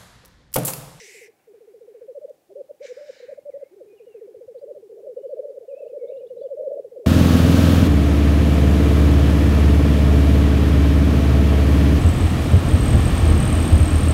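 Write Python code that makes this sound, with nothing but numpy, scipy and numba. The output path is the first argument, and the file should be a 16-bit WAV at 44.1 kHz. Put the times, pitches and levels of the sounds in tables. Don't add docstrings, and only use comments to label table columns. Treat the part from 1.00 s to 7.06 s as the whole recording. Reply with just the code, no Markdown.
import sys
import numpy as np
from scipy import signal
from scipy.fft import rfft, irfft
from scipy.io import wavfile
from numba import njit

SR = 44100
rng = np.random.default_rng(int(sys.argv[2]) if len(sys.argv) > 2 else 0)


def to_wav(sig):
    pcm = np.clip(np.atleast_2d(sig), -1, 1) * 32767
    pcm = np.round(pcm).astype(np.int16)
    wavfile.write(sys.argv[1], SR, pcm.T)


N = 267290

# frequency in Hz, relative density in dB.
AIR_SPECTRUM = [(20, -26.5), (60, -5), (136, -6.5), (306, 6), (539, 6.5), (686, 3), (807, 6.5), (874, -3.5),
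                (1310, -9), (2240, -9.5), (3450, -12), (5760, -13.5), (12200, -13.5), (15900, -14.5)]
AIR_DB = -66
# time in seconds, middle level of the gusts in dB.
WIND_LEVEL = [(0.0, -80), (1.3, -79), (2.3, -75), (3.0, -77.5), (3.4, -74.5), (4.8, -77), (5.5, -67.5),
              (6.06, -74)]

# time in seconds, throat band level in dB,
# beak band in dB relative to the throat, top band in dB relative to the throat,
# upper resonance in Hz, throat resonance in Hz.
HISS_PATHS = [
    [(0.0, -47.5, -1, -24, 5860, 1780), (0.058, -49.5, -1, -11.5, 6300, 2130),
     (0.18, -50, -4.5, -9, 7350, 2250), (0.24, -51, -11, -10, 5980, 2080),
     (0.276, -54.5, -11, -17, 5670, 1940), (0.3, -91, 3, -12, 5640, 2010)],
    [(1.795, -75, -15, -10, 5700, 2070), (1.832, -55.5, -0.5, -28, 5700, 2090),
     (1.866, -50.5, 0, -18, 6360, 2120), (1.926, -61, -1.5, -14, 5500, 1970),
     (1.972, -59, -5.5, -17, 4990, 1620), (2.034, -61, -3, -21, 5300, 1710),
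     (2.128, -59, 0, -17, 5540, 1660), (2.194, -59.5, -1, -30, 4270, 1980),
     (2.258, -59.5, -6, -31, 3950, 1750), (2.348, -64, -13.5, -13, 4400, 1900),
     (2.41, -84, -4, -12, 4600, 2000)],
]
# frequency in Hz, relative density in dB.
THROAT_NEAR_SPECTRUM = [(530, -40), (900, -11), (1250, -28), (1400, -18), (1580, -11.5), (2020, 0),
                        (2650, -4), (3240, -13), (3600, -26), (4680, -49), (7920, -120)]
THROAT_FAR_SPECTRUM = [(530, -37), (900, -2.5), (1090, -7.5), (1250, -8.5), (1530, 1), (1980, -3),
                       (2260, 2), (3280, -17.5), (3600, -12.5), (4680, -49), (7920, -120)]
# frequency in Hz, relative density in dB.
BEAK_NEAR_SPECTRUM = [(1760, -16.5), (3000, 0), (3260, -7), (3640, -0.5), (4510, -2), (4840, 0.5),
                      (5830, -1), (6430, -7), (6700, -7.5), (7750, -2), (8360, -6), (11800, -8),
                      (14100, -13), (15700, -20)]
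BEAK_FAR_SPECTRUM = [(1760, -21), (3000, 4), (3370, -5), (3740, 4), (4500, -2.5), (4970, -0.5), (5520, -4),
                     (5980, -4), (6490, -6.5), (6800, -3.5), (7900, -10), (8470, -15), (9910, -21),
                     (12000, -22), (15600, -52), (22000, -120)]

# start in seconds, first pitch in Hz, effort in dB.
ROLL = [(0.016, 477, -38.5), (0.084, 456, -40.5), (0.151, 471, -38.2), (0.219, 487, -36.7),
        (0.544, 484, -38), (0.613, 483, -38), (0.68, 467, -35.5), (0.745, 495, -36.5), (0.816, 491.5, -35),
        (0.883, 493, -34.5), (0.95, 501, -34.7), (1.018, 511, -33), (2.768, 430, -32.5),
        (2.862, 455.4, -39.5), (2.935, 479, -38), (3.006, 485, -34.5), (3.073, 503, -35.5),
        (3.151, 480, -28.6), (3.219, 475.5, -27), (3.281, 508.6, -35.5), (3.289, 431.4, -34),
        (3.348, 524, -35), (3.354, 460.6, -33), (3.413, 524, -33.9), (3.484, 536, -32.5), (3.763, 463, -33),
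        (3.831, 468, -31.5), (3.9, 466.4, -30.5), (3.924, 490.5, -32.5), (3.968, 471.6, -30.9),
        (3.987, 493, -37.5), (4.035, 490.5, -31.3), (4.171, 492.5, -30), (4.171, 516.6, -29),
        (4.482, 505, -32.5), (4.545, 504, -35.4), (4.709, 538, -34.5), (4.9, 528, -33), (5.167, 551, -29.5),
        (5.225, 505, -32), (5.232, 555, -31), (5.922, 507, -33)]
ROLL_NOTE_S, ROLL_SWELL_DB = 0.0438, -0.5
ROLL_MIDDLE, ROLL_END = .87, 0.812
# start in seconds, length in seconds, first, middle and
# last pitch in Hz, effort in dB, growth of effort through the coo in dB.
ARCHED_COOS = [(0.285, 0.017, 469, 452, 422, -38.5, 1), (0.48, 0.043, 467, 411, 395, -36, 5),
               (1.086, 0.037, 548, 497, 436, -31, 0), (1.155, 0.034, 577, 565, 430, -27.5, -1.5),
               (1.218, 0.037, 590, 598, 496, -28, 4.5), (1.285, 0.025, 606, 604, 510, -29.5, -1),
               (1.494, 0.037, 347, 392, 402, -33, 6), (1.504, 0.03, 670, 566, 507, -43, -18),
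               (1.557, 0.046, 445, 400, 387, -31, 5), (1.56, 0.055, 511, 592, 513, -28.5, 4.5),
               (1.699, 0.012, 592, 599, 544, -27, 3), (1.807, 0.049, 451, 597, 507, -29.5, 3.5),
               (1.88, 0.044, 425, 503, 475, -32, 15.5), (1.97, 0.038, 470, 597, 555, -30.5, -1),
               (2.01, 0.038, 545, 585, 575, -31.5, -6), (2.06, 0.017, 586, 596, 597, -35.5, 3),
               (2.083, 0.021, 620, 560, 502, -29, 5), (2.162, 0.01, 620, 570, 520, -43.5, -2),
               (2.203, 0.0088, 539, 492, 460, -35.5, 0), (2.228, 0.028, 481, 501, 425, -33, 1),
               (2.282, 0.017, 485, 540, 600, -31, 15.5), (2.312, 0.021, 633, 566, 495, -28.5, 0),
               (2.379, 0.01, 625, 576, 549, -27.5, -1), (2.46, 0.037, 571, 588, 550, -25.6, 4),
               (2.541, 0.03, 512, 569, 564, -26.5, 4.6), (2.585, 0.019, 539, 570, 615, -40, 4),
               (2.615, 0.02, 588, 567, 500, -27.5, 2.5), (2.715, 0.03, 340, 371, 404, -33, 3),
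               (2.807, 0.043, 605, 447, 368, -33.5, 0.5), (2.875, 0.05, 390, 419, 360, -36.5, 10),
               (3.55, 0.039, 568, 489, 440, -31, 1), (3.621, 0.026, 570, 570, 480, -29, 1),
               (3.63, 0.024, 487, 420, 395, -33.5, 5), (3.66, 0.017, 418, 433, 457, -29.5, -2),
               (3.682, 0.036, 567, 605, 493, -28, 4), (3.69, 0.046, 480, 418, 367, -32.5, 2),
               (3.751, 0.027, 597, 600, 502, -31.5, -0.5), (3.975, 0.03, 543, 698, 564, -38, 2),
               (4.038, 0.058, 472.3, 623.6, 430, -31.5, 4), (4.044, 0.048, 529, 606, 450, -36, 5),
               (4.071, 0.068, 550, 499, 394, -29.5, 2), (4.176, 0.017, 534, 579, 494, -28.4, 2.5),
               (4.237, 0.034, 560, 540, 433, -25.5, 5), (4.279, 0.019, 449, 473, 541, -30, 3.5),
               (4.302, 0.041, 599, 580, 462, -23.5, 3.5), (4.347, 0.053, 357, 456, 404, -28.5, 8),
               (4.37, 0.035, 634.4, 602.3, 484, -23.8, 1.5), (4.391, 0.013, 457.5, 519, 487, -23, 0.5),
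               (4.41, 0.046, 429, 446, 443, -32.5, -1), (4.43, 0.028, 594.5, 607, 477, -26.5, 1),
               (4.447, 0.057, 568.7, 582, 537, -29.5, -1), (4.502, 0.03, 442.5, 583, 575, -34.5, -4),
               (4.56, 0.023, 605, 565, 501, -30.5, 9.5), (4.612, 0.032, 513, 448, 420, -31.5, 1),
               (4.625, 0.0295, 587, 700, 607, -37, 7), (4.684, 0.063, 506, 572, 507, -28.5, 4),
               (4.684, 0.023, 453, 487, 510, -43, 1), (4.759, 0.019, 450, 530, 594, -34.5, 19.5),
               (4.786, 0.023, 679, 630, 513, -30.5, 5), (4.819, 0.024, 637, 548, 437, -25.5, -2.5),
               (4.85, 0.017, 606, 648, 581, -27.5, 7), (4.854, 0.023, 461, 453, 492, -28.5, 0.5),
               (4.922, 0.061, 402, 599, 413, -26, 5.5), (4.938, 0.062, 491, 596, 528, -37.5, -1),
               (5.015, 0.033, 489.7, 482, 448, -22.5, 6), (5.036, 0.024, 536.5, 563, 497, -27.5, -3),
               (5.073, 0.043, 536.5, 632, 482, -31.5, 1), (5.089, 0.071, 481.4, 524, 541, -30, 1),
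               (5.098, 0.027, 497, 625, 480, -26, 5), (5.208, 0.037, 584.4, 507, 458, -31.5, 1.5),
               (5.308, 0.037, 529, 491, 437, -29, -2.5), (5.344, 0.066, 380, 496.5, 406, -28.5, 4.5),
               (5.357, 0.027, 390, 567, 472, -32.5, 4), (5.405, 0.017, 430, 488, 597, -25.5, 8.5),
               (5.44, 0.032, 563, 537, 466, -24, 0), (5.487, 0.064, 679, 566, 444, -26.5, 6),
               (5.49, 0.033, 657, 578.6, 542, -28, 1), (5.576, 0.058, 578, 615, 528, -21, -1),
               (5.593, 0.022, 472, 533, 470, -25, -0.5), (5.617, 0.065, 548.6, 616, 490, -20.7, 6),
               (5.62, 0.014, 543, 617, 589, -25, 3.5), (5.675, 0.031, 377.6, 567, 520, -26.5, 5),
               (5.71, 0.027, 635, 633, 592, -21.5, -5), (5.719, 0.024, 525, 597.5, 555, -20, -1),
               (5.758, 0.025, 502, 642, 595, -25.5, 2), (5.767, 0.031, 450.2, 671, 511, -22, 3),
               (5.775, 0.011, 515, 650, 521, -31, -5), (5.79, 0.015, 583.7, 532, 420, -24.5, -2),
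               (5.8, 0.029, 561, 445, 410, -36.5, -3), (5.848, 0.034, 533, 435, 407, -29.5, -4.5),
               (5.958, 0.033, 652.5, 508, 338, -31, 9.5), (5.96, 0.035, 562, 512, 450, -35.5, 0),
               (6.0, 0.064, 513, 416, 364, -30, -0.5), (6.044, 0.016, 576, 638, 533, -30.5, 7)]
SAC_HZ, SAC_HALF_WIDTH_HZ = 524.1, 37.6
SAC_LOW_HZ, SAC_HIGH_HZ = 252, 696
ONSET_S, ONSET_DB = 0.007027, -13.5
RELEASE_S, RELEASE_DB, RELEASE_DROP_HZ = 0.0033, -7, 30.3

ECHO_T60_S = 0.28
COO_ECHO_DB, WHISTLE_ECHO_DB, HISS_ECHO_DB = -26.5, -15, -22.5

# start in seconds, length in seconds, level in dB.
DISTANT_HISSES = [(0.286, 0.83, -79), (2.45, 1.12, -79)]
DISTANT_FADE_S = 0.22

# time in seconds, tick level in dB, thud level in dB.
FOOTSTEPS = [(1.296, -56.5, -74), (3.3687, -65, -56), (3.471, -66, -54), (5.7344, -61.5, -75)]

# start in seconds, length in seconds, first, middle and last pitch in Hz,
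# level at the middle in dB, before flicker and smear.
WHISTLE_NOTES = [ (2.25, 0.17, 2760, 2280, 2145, -72.5), (2.5, .07, 2480, 1970, 1920, -66.5),
                 (2.6, .09, 1990, 2100, 2260, -68.5), (2.881, 0.062, 2480, 2460, 2460, -69.5),
                 (2.97, .03, 2940, 2800, 2300, -64.5), (3.0, .025, 2440, 2550, 2800, -68),
                 (3.057, 0.12, 2905, 2780, 2480, -68), (3.195, 0.021, 2250, 1950, 1730, -71),
                 (3.577, 0.022, 3450, 4260, 4780, -69.5), (3.603, 0.03, 4800, 4880, 4780, -77),
                 (4.165, 0.14, 2900, 2960, 3140, -76.5), (4.26, 0.076, 4800, 4600, 4450, -79),
                 (4.382, .016, 4880, 4100, 3000, -73), (4.5, .016, 4940, 4350, 3610, -74),
                 (4.69, 0.053, 2880, 2490, 2420, -68.5), (4.749, 0.094, 2470, 2640, 2450, -63.5),
                 (4.863, .013, 4780, 4320, 3900, -74.5), (4.871, 0.016, 2545, 2680, 3030, -64),
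                 (4.892, 0.029, 2750, 2520, 2570, -72.5), (4.99, 0.05, 2324, 2200, 2130, -69.5),
                 (5.04, 0.02, 2164, 2210, 2195, -70), (5.066, 0.015, 2195, 2160, 2200, -72.5),
                 (5.088, .025, 2220, 2254, 2250, -67), (5.078, 0.012, 3560, 3580, 3900, -61.5),
                 (5.098, .008, 3750, 3670, 3480, -65.5), (5.105, .017, 2350, 2580, 2950, -66),
                 (5.13, 0.012, 2830, 2720, 2670, -64.5), (5.159, .022, 2860, 2780, 2876, -68),
                 (5.165, .02, 3240, 3720, 4160, -68), (5.19, .018, 2810, 2880, 3040, -64),
                 (5.205, 0.024, 2730, 2450, 2550, -71.5), (5.268, .01, 3370, 3560, 3950, -61.5),
                 (5.289, 0.011, 2900, 2870, 2910, -66), (5.375, .022, 3500, 3960, 4050, -69),
                 (5.405, .018, 3390, 3920, 4470, -65.5), (5.424, 0.018, 4550, 4590, 4580, -72.5),
                 (5.41, .012, 2920, 3140, 3400, -69), (5.422, 0.024, 3440, 3430, 3580, -68),
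                 (5.45, 0.022, 3590, 3270, 2800, -68.5)]
WHISTLE_EDGE_DB = 5.5

CUTOFF_HZ = 15750


def amp(db):
    return 10 ** (np.asarray(db) / 20)


def rms_one(x):
    return x / np.sqrt(np.mean(x ** 2) + 1e-20)


def coloured(spectrum, size):
    hz, db = np.transpose(spectrum)
    grid = np.fft.rfftfreq(size, 1 / SR) + 1
    weights = amp(np.interp(np.log(grid), np.log(hz), db))
    return rms_one(irfft(rfft(rng.standard_normal(size)) * weights, size))


def drift(per_s, size):
    r = np.exp(-2 * np.pi * per_s / SR)
    wander = signal.lfilter([1], [1, -2 * r, r * r], rng.standard_normal(size + SR))
    return rms_one(wander[SR:])


def add(out, start_s, piece):
    i = round(start_s * SR)
    piece = piece[max(-i, 0):N - i]
    out[max(i, 0):max(i, 0) + len(piece)] += piece


def arc(first, middle, last):
    u = np.linspace(0, 1, num=17)
    start_part = first * (1 - u) * (1 - 2 * u)
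    middle_part = middle * (1 - (2 * u - 1) ** 2)
    return u, start_part + middle_part + last * u * (2 * u - 1)


def glide(s, hz, db, rise_s, fall_s):
    t = np.arange(s[0] - rise_s, s[-1] + fall_s, 1 / SR)
    ramp = np.minimum((t - s[0]) / rise_s, (s[-1] - t) / fall_s) + 1
    fades = np.sin(np.pi / 2 * np.clip(ramp, 0, 1)) ** 2
    phase = 2 * np.pi * (rng.random() + np.cumsum(np.interp(t, s, hz)) / SR)
    return amp(np.interp(t, s, db)) * fades * np.sin(phase)


@njit
def moving_resonance(x, hz, r, sr):
    y = np.zeros(len(x))
    for i in range(2, len(x)):
        drive = (1 - r * r) / 2 * (x[i] - x[i - 2])
        y[i] = drive + 2 * r * np.cos(2 * np.pi * hz[i] / sr) * y[i - 1] - r * r * y[i - 2]
    return y


def swept(spectrum, centre_hz, width_hz, boost_db):
    air = coloured(spectrum, len(centre_hz))
    pole_radius = np.exp(-np.pi * width_hz / SR)
    return rms_one(air + amp(boost_db) * moving_resonance(air, centre_hz, pole_radius, SR))


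def floor():
    s, db = np.transpose(WIND_LEVEL)
    low_band = signal.butter(2, [100, 250], "band", fs=SR, output="sos")
    wind = signal.sosfilt(low_band, rng.standard_normal(N))
    gusts = amp(np.interp(np.arange(N) / SR, s, db) + 3.0 * drift(8.3, N))
    return amp(AIR_DB) * coloured(AIR_SPECTRUM, N) + gusts * rms_one(wind)


def hiss(rows, throat_spectrum, beak_spectrum, boost_db, flutter_db, split_hz=8400):
    s, *columns = np.transpose(rows)
    t = np.arange(s[0], s[-1], 1 / SR)
    db, beak_db, top_db, upper_hz, throat_hz = [np.interp(t, s, c) for c in columns]
    throat = swept(throat_spectrum, throat_hz, width_hz=710, boost_db=19)
    upper = swept(beak_spectrum, upper_hz, width_hz=700, boost_db=boost_db)
    beak, top = [rms_one(signal.sosfilt(signal.butter(4, split_hz, side, fs=SR, output="sos"), upper))
                 for side in ("low", "high")]
    layers = [throat, amp(beak_db) * beak, amp(top_db) * top]
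    fluttering = sum(layer * amp(flutter_db * drift(31.0, len(t))) for layer in layers)
    out = np.zeros(N)
    add(out, s[0], amp(db) * fluttering)
    return out


def hisses():
    near = hiss(HISS_PATHS[0], THROAT_NEAR_SPECTRUM, BEAK_NEAR_SPECTRUM, boost_db=5.5, flutter_db=0.5)
    far = hiss(HISS_PATHS[1], THROAT_FAR_SPECTRUM, BEAK_FAR_SPECTRUM, boost_db=2, flutter_db=0.55)
    return near + far


def coos(rise_s=0.003, fall_s=0.0038):
    out = np.zeros(N)
    lead_s = .001
    rolls = [(s, ROLL_NOTE_S, hz, hz * ROLL_MIDDLE, hz * ROLL_END, db, ROLL_SWELL_DB)
             for s, hz, db in ROLL]
    for start, length, first, middle, last, effort_db, swell_db in rolls + list(ARCHED_COOS):
        u, hz = arc(first, middle, last)
        s = start + length * u
        db = effort_db + swell_db * (u - .5)
        slope = (hz[1] - hz[0]) / (s[1] - s[0])
        s = np.r_[start - ONSET_S, s, s[-1] + RELEASE_S]
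        hz = np.r_[first - slope * ONSET_S, hz, last - RELEASE_DROP_HZ]
        db = np.r_[db[0] + ONSET_DB, db, db[-1] + RELEASE_DB]
        sac_db = -10 * np.log10(1 + ((hz - SAC_HZ) / SAC_HALF_WIDTH_HZ) ** 2)
        add(out, s[0] - rise_s - lead_s, glide(s, hz, db + sac_db, rise_s, fall_s))
    sac_band = signal.butter(3, [SAC_LOW_HZ, SAC_HIGH_HZ], "band", fs=SR, output="sos")
    return signal.sosfilt(sac_band, out + 1e-18)


def forest(x, gap_s, t60_s, dull_hz):
    t = np.arange(2 * SR) / SR
    tail = rng.standard_normal(len(t)) * amp(-60 * t / t60_s) * np.clip(t / gap_s, 0, 1) ** 2
    tail = signal.sosfilt(signal.butter(2, dull_hz, fs=SR, output="sos"), tail)
    return signal.fftconvolve(x, tail / np.sqrt(np.sum(tail ** 2)))[:N]


def distant_hiss(patchy_db=3.0):
    t = np.arange(N) / SR
    swell = np.zeros(N)
    for s, length, db in DISTANT_HISSES:
        inside_s = np.minimum(t - s, s + length - t)
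        swell += amp(db) * np.clip(inside_s / DISTANT_FADE_S + .5, 0, 1)
    return swell * amp(patchy_db * drift(13.0, N)) * coloured(THROAT_FAR_SPECTRUM, N)


def steps(tick_s=0.0014, thud_s=0.01, thud_hz=110):
    out, t = np.zeros(N), np.arange(SR // 10) / SR
    for s, tick_db, thud_db in FOOTSTEPS:
        tick = amp(tick_db) * rng.standard_normal(len(t)) * np.exp(-t / tick_s)
        thud = amp(thud_db) * np.exp(-t / thud_s) * np.sin(2 * np.pi * thud_hz * t)
        add(out, s, tick + thud)
    return out


def whistles(fade_s=.004, scatter_db=2.5, paths_s=.006):
    out = np.zeros(N)
    for start, length, first, middle, last, db in WHISTLE_NOTES:
        u, hz = arc(first, middle, last)
        level_db = db - WHISTLE_EDGE_DB * (2 * u - 1) ** 2
        add(out, start - fade_s, glide(start + length * u, hz, level_db, fade_s, fade_s))
    t = np.arange(SR // 20) / SR
    paths = .03 * rng.standard_normal(len(t)) * np.exp(-t / paths_s)
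    paths[0] = 1
    flickering = out * amp(scatter_db * drift(80., N))
    return signal.fftconvolve(flickering, paths)[:N]


def scene():
    background = floor()
    breath = hisses() + distant_hiss()
    coo, song = coos(), whistles()
    calls = amp(COO_ECHO_DB) * coo + amp(WHISTLE_ECHO_DB) * song + amp(HISS_ECHO_DB) * breath
    trees = forest(calls, gap_s=0.02, t60_s=ECHO_T60_S, dull_hz=3100)
    return (coo + breath + song + steps() + trees + background)[None]


def record(dry):
    bass_cut = signal.butter(2, 25., "high", fs=SR, output="sos")
    top_cut = signal.ellip(12, .3, 60, CUTOFF_HZ, fs=SR, output="sos")
    return signal.sosfilt(top_cut, signal.sosfilt(bass_cut, dry))


dry = scene()
out = record(dry)
to_wav(out)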